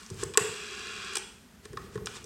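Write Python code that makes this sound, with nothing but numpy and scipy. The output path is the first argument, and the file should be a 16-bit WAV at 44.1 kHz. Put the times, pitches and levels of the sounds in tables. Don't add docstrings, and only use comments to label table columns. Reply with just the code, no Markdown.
import sys
import numpy as np
from scipy import signal
from scipy.fft import rfft, irfft
from scipy.io import wavfile

SR = 44100
rng = np.random.default_rng(int(sys.argv[2]) if len(sys.argv) > 2 else 0)


def bounce(signal):
    frames = np.transpose(np.atleast_2d(signal))
    limited = np.clip(frames, -1, 1)
    pcm = np.round(limited * 32767).astype(np.int16)
    wavfile.write(sys.argv[1], SR, pcm)


N = 99225
T = np.arange(N) / SR
RUN_START_S, LATCH_S = .385, 1.165

# pitch_hz, level_db, ring_s
SPRING_TONES = [(2567, -43, 0.42), (2433, -46, .3), (5300, -53.5, 0.42)]


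def dial_knocks():
    # start_s, case_db, case_hz, wheel_db, wheel_hz (where the wheel rings best),
    # spread_octaves (around wheel_hz), clack_db, tick_db, decay_ms
    knocks = [(.014, -48, 420, -37, 1380, 0.13, -70, -57.5, 4),
              (0.0633, -59, 390, -64, 1410, 0.34, -52, -32.5, 0.67),
              (0.101, -50, 400, -42.5, 1110, 0.34, -52, -39, 4.1),
              (.109, -27, 386, -47, 1100, .5, -74, -63, 2),
              (0.1434, -37, 427, -56, 1100, .5, -70, -41, 1.2),
              (0.2292, -16.5, 407.3, -28, 1090, 0.49, -59, -47, 3),
              (0.2352, -22.5, 413, -51, 1700, 0.78, -40, -23, 2.17),
              (0.3375, -52, 416, -41, 1400, .5, -36, -39, 1.9),
              (0.3437, -59, 420, -61, 1410, .5, -32.5, -53, 1.2),
              (.352, -57, 415, -25.5, 1120, 0.12, -62.5, -73, 5.1),
              (0.3736, -10, 422.6, -13, 1490, 0.38, -16.5, -15.5, 2.66),
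              (0.3779, -23.5, 419, -13.5, 1060, 0.24, -30, -21.5, 1.7),
              (0.87, -67, 400, -49, 1410, .5, -38, -38.5, 1.2),
              (1.046, -55, 395, -59, 1410, 0.45, -35, -38.5, 1.2),
              (1.133, -53, 397, -49, 1420, .3, -38, -44, 2.5),
              (1.154, -34, 385, -24.5, 1400, 0.088, -30, -20.5, 1.7),
              (1.157, -47, 370, -33, 1400, 0.2, -31.5, -40, 4.5),
              (1.168, -26.5, 391, -28, 1420, 0.17, -27.5, -25, 3.9),
              (1.1698, -63, 376, -35, 1410, 0.14, -27, -23.5, 1.9),
              (1.174, -46, 374, -43, 1424, 0.33, -34, -52, 1.9),
              (1.1817, -57, 397, -53, 1400, .5, -64, -32, 3.2),
              (1.654, -34, 420, -43, 1590, 0.69, -44, -43.5, 2.7),
              (1.731, -34.5, 391, -44, 1410, 0.93, -49.5, -44, 1.5),
              (1.737, -28.5, 409, -52, 1200, .5, -71, -62, 1.8),
              (1.771, -40, 493, -17, 1215, 0.1, -36, -44, 2.65),
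              (1.955, -19, 415.4, -35.5, 1410, 0.75, -45.5, -49, 2.4),
              (1.976, -37, 410, -32.5, 1150, 0.29, -46, -65, 2),
              (2.0588, -65, 400, -59, 1590, 0.38, -44, -26.5, 1.65),
              (2.070, -66, 400, -22.5, 1350, 0.14, -27, -44, 1.34),
              (2.1669, -39, 427, -70, 1760, 0.43, -38.5, -47, 2.2),
              (2.242, -36, 406, -68, 1490, 0.45, -46, -36.5, 2)]
    # pitch_hz, level_db, ring_s
    case_tones = [(377, -41, .14), (407, -32.5, 0.16), (438, -27.5, 0.15)]
    wheel_tones = [(845, -16.5, 0.043), (1050, 1.5, 0.011), (1088.6, -5.5, 0.059), (1228, -8, 0.022),
                   (1315, -7, 0.023), (1467, -4.5, 0.032), (1712, -5.5, 0.021), (1798, -11.5, 0.066),
                   (1922, -9, 0.038)]
    frame_tones = [(2419, -14, 0.0477), (2980, -12, 0.028), (3353, -11, 0.036), (3800, -9, 0.028),
                   (4930, -14, 0.03), (5150, -8, 0.0155)]
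    # pitch_hz, level_db
    clack_colour = [(100, -70), (300, -29.5), (800, -4.5), (1300, -9), (2050, -3.5), (2600, 0), (3500, -3),
                    (5000, -4), (7000, -4.5), (16000, -38.5)]
    tick_colour = [(1500, -47), (4000, -18), (5200, -11), (6300, -6.5), (6900, -9.5), (8400, -2.5),
                   (9200, -10.5), (10200, -17), (11200, -24), (12500, -33), (16000, -37)]
    case_colour = [(100, -11), (340, -1), (480, -0.5), (560, -8), (900, -12)]
    out, hollow = np.zeros(N), np.zeros(N)
    case = ring(case_tones)
    steel = ring(frame_tones) + ring(SPRING_TONES)
    for start_s, case_db, case_hz, wheel_db, wheel_hz, spread, clack_db, tick_db, decay_ms in knocks:
        thump = ring([(case_hz, 0, .038)])
        add(hollow, start_s, undb(case_db) * (case + thump))
        struck_tones = [(hz, db - 3 * min((np.log2(hz / wheel_hz) / spread) ** 2, 5), ring_s)
                        for hz, db, ring_s in wheel_tones]
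        add(out, start_s, undb(wheel_db) * ring(struck_tones, size=6000))
        add(out, start_s, undb(clack_db) * steel)
        add(out, start_s, undb(clack_db) * contact(clack_colour, decay_ms))
        add(out, start_s, undb(tick_db) * contact(tick_colour, decay_ms))
    return out + colour(hollow, case_colour)


def release_crack(start_s=.3737):
    # pitch_hz, level_db
    crack_colour = [(1000, -27), (3000, -7), (5200, -7), (6200, -5), (8200, 3), (10200, -11.5), (11200, -8),
                    (12500, -10), (16000, -22)]
    # pitch_hz, level_db, ring_s
    steel_tones = [(6820, -12, 0.013), (7280, -3.5, 0.0076), (8100, -6, 0.0078)]
    out = np.zeros(N)
    add(out, start_s, undb(-3.5) * contact(crack_colour, decay_ms=.48))
    add(out, start_s, ring(steel_tones))
    return out


def run_back():
    # pitch_hz, width_hz, level_db
    resonances = [(421, 56, 2), (1076, 60, -2.5), (1415, 199, 0.5), (1670, 440, -4.5), (2524, 390, -1),
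                  (2807, 240, 0), (3320, 143, 0), (3967, 170, -2.5), (4750, 540, -6.5), (5880, 760, -9.5),
                  (7500, 1100, -12)]
    # pitch_hz, level_db
    gear_colour = [(150, -33), (380, 0.5), (580, -16.5), (740, 3), (900, -10), (1100, 0.5), (8200, -4.5),
                   (9200, -4.5), (12000, -14), (16000, -22)]
    rub_colour = [(1500, -7.5), (4000, -5), (6200, 1.5), (7300, -1), (7900, 6), (8300, 0), (8800, -10.5),
                  (11200, -14), (13000, -28), (16000, -35)]
    governor_hz, slowing_hz_per_s, fade_in_s = 48.2, 2.6, .077
    elapsed_s = T - RUN_START_S
    running = np.clip(elapsed_s / fade_in_s, 0, 1) * (T < LATCH_S)
    turns = (governor_hz - slowing_hz_per_s * elapsed_s / 2) * elapsed_s
    force = undb(3.5 * rng.standard_normal(N))[np.floor(turns).astype(int)]
    main_rub, second_rub = (np.exp(-.5 * ((phase % 1 - .5) / .035) ** 2) for phase in (turns, turns + .4))
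    pressure = unit(force * main_rub + .7 * second_rub + .25)
    teeth = sum(np.sin(2 * np.pi * teeth_per_turn * turns) for teeth_per_turn in (5, 7))
    rattle = grit(spread_db=.5) * (1 + .16 * teeth) * (1 + .05 * pressure)
    works = sum((-1) ** k * undb(db) * signal.lfilter(*signal.iirpeak(hz, hz / width, fs=SR), rattle)
                for k, (hz, width, db) in enumerate(resonances))
    gears = undb(-44.5 + 4.5 * elapsed_s) * unit(colour(works, gear_colour))
    rubbing = undb(-49 - 7 * elapsed_s) * unit(colour(grit(spread_db=.5) * pressure, rub_colour))
    return running * (gears + rubbing)


def case_thuds(ring_s=.11):
    # start_s, level_db, pitch_hz
    thuds = [(0.113, -29.5, 100.4), (0.122, -35.5, 95), (.234, -38, 99), (0.255, -33, 96.6),
             (0.407, -30, 112.4), (0.489, -38, 99), (1.703, -41, 101.6), (1.829, -52, 106),
             (1.956, -29, 115.5), (1.971, -34, 97.6)]
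    out = np.zeros(N)
    for start_s, db, hz in thuds:
        add(out, start_s, ring([(hz, db, ring_s), (hz * 1.6, db - 3, ring_s)]))
    return out


def winding():
    # time_s, level_db
    strokes = [
        [(0, -50.5), (.05, -54), (.08, -55.5), (.165, -55.5), (.195, -45.5), (.23, -40), (.245, -55.5),
         (.33, -65), (.37, -90)],
        [(1.63, -64), (1.655, -52.5), (1.68, -84.5), (1.79, -63), (1.85, -59), (1.91, -70), (1.945, -53.5),
         (1.97, -64)],
        [(2.06, -46), (2.08, -52), (2.13, -52.5), (2.165, -44), (2.195, -57), (2.25, -66)],
    ]
    rumble_levels = [(0, -64), (.085, -71), (.11, -52.5), (.25, -43.5), (.33, -60), (.65, -60.5),
                     (1.15, -62.5), (1.6, -64), (1.72, -50.5), (1.86, -48), (1.92, -55.5), (2.02, -45.5),
                     (2.25, -56.5)]
    # pitch_hz, level_db
    scrape_colour = [(200, -17), (420, -11), (650, -19.5), (1100, 0.5), (1400, 0), (2100, -3.5),
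                     (3000, -2.5), (5500, -4.5), (8200, -4), (10000, -13.5), (16000, -40)]
    rumble_colour = [(25, -29.5), (50, -3.5), (90, 2.5), (170, -3.5), (300, -16), (400, -3.5), (550, -16.5),
                     (1500, -38.5)]
    scrape = unit(colour(grit(spread_db=5.5), scrape_colour)) * sum(map(curve, strokes))
    rumble = unit(colour(rng.standard_normal(N), rumble_colour)) * curve(rumble_levels)
    return scrape + rumble


def singing_spring():
    shaking = rng.standard_normal(N) * (T > RUN_START_S) * (T < LATCH_S)
    return undb(-63.5) * unit(convolve(shaking, ring(SPRING_TONES)))


def room(x):
    # pitch_hz, level_db
    tail_colour = [(60, 1.5), (200, -3), (400, 3.5), (800, 3.5), (1400, 0.5), (2500, 4.5), (4000, -2),
                   (8000, -3), (11000, -4.5), (16000, -6)]
    noise = colour(rng.standard_normal(N), tail_colour)
    low = signal.sosfilt(signal.butter(2, 4000, fs=SR, output="sos"), noise)
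    treble = noise - low
    onset = np.clip(T / .014 - .5, 0, 1)
    tail = (low * fade(ring_s=.56) + treble * fade(ring_s=.6)) * onset
    early = rng.standard_normal(N) * np.exp(-T / .0031) * (T > .001)
    echoes = (undb(-9.5) * unit(tail) + undb(-11) * unit(early)) / np.sqrt(N)
    return x + convolve(x, echoes)


def room_air():
    # pitch_hz, level_db
    air_colour = [(20, -34), (40, -11.5), (75, -5), (130, -22), (205, -0.5), (265, -8), (320, -23),
                  (575, -22), (1130, -22), (1370, -19.5), (2400, -25.5), (7000, -29), (14400, -36.5),
                  (16000, -44.5)]
    return undb(-56) * unit(colour(rng.standard_normal(N), air_colour))


def contact(points, decay_ms, rise_ms=.25, size=2048):
    ms = np.arange(size) / SR * 1000
    envelope = np.exp(-ms / decay_ms) * (1 - np.exp(-(ms / rise_ms) ** 2))
    burst = colour(rng.choice([-1., 1.], size) * envelope, points)
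    return burst * np.sqrt(np.sum(envelope ** 2) / np.sum(burst ** 2))


def ring(tones, size=30000):
    t = T[:size]
    out = np.zeros(size)
    for k, (hz, db, ring_s) in enumerate(tones):
        envelope = undb(db - 60 * t / ring_s) * (1 - np.exp(-hz * t / .92))
        out += (-1) ** k * envelope * np.sin(2 * np.pi * hz * t)
    return out


def grit(spread_db):
    return unit(rng.standard_normal(N) * undb(spread_db * rng.standard_normal(N)))


def colour(x, points, size=8192):
    hz, db = np.array(points).T
    log_hz = np.log(np.fft.rfftfreq(size, 1 / SR) + 1)
    gains = undb(np.interp(log_hz, np.log(hz), db))
    cepstrum = irfft(np.log(gains))
    cepstrum[1:size // 2] *= 2
    cepstrum[size // 2 + 1:] = 0
    return convolve(x, irfft(np.exp(rfft(cepstrum))))


def curve(points):
    times, db = np.array(points).T
    return undb(np.interp(T, times, db)) * (T >= times[0]) * (T <= times[-1])


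def fade(ring_s):
    return np.exp(-np.log(1000) * T / ring_s)


def add(out, start_s, x):
    i = int(start_s * SR)
    out[i:i + len(x)] += x[:N - i]


def convolve(x, response):
    return signal.fftconvolve(x, response)[:N]


def undb(db):
    return 10 ** (np.asarray(db) / 20)


def unit(x):
    return x / np.sqrt(np.mean(x ** 2))


def scene():
    air = room_air()
    phone = dial_knocks() + release_crack() + case_thuds() + run_back() + singing_spring() + winding()
    return (room(phone) + air)[None]


def record(dry):
    return signal.sosfilt(signal.ellip(10, .2, 80, 16000, fs=SR, output="sos"), dry)


dry = scene()
out = record(dry)
bounce(out)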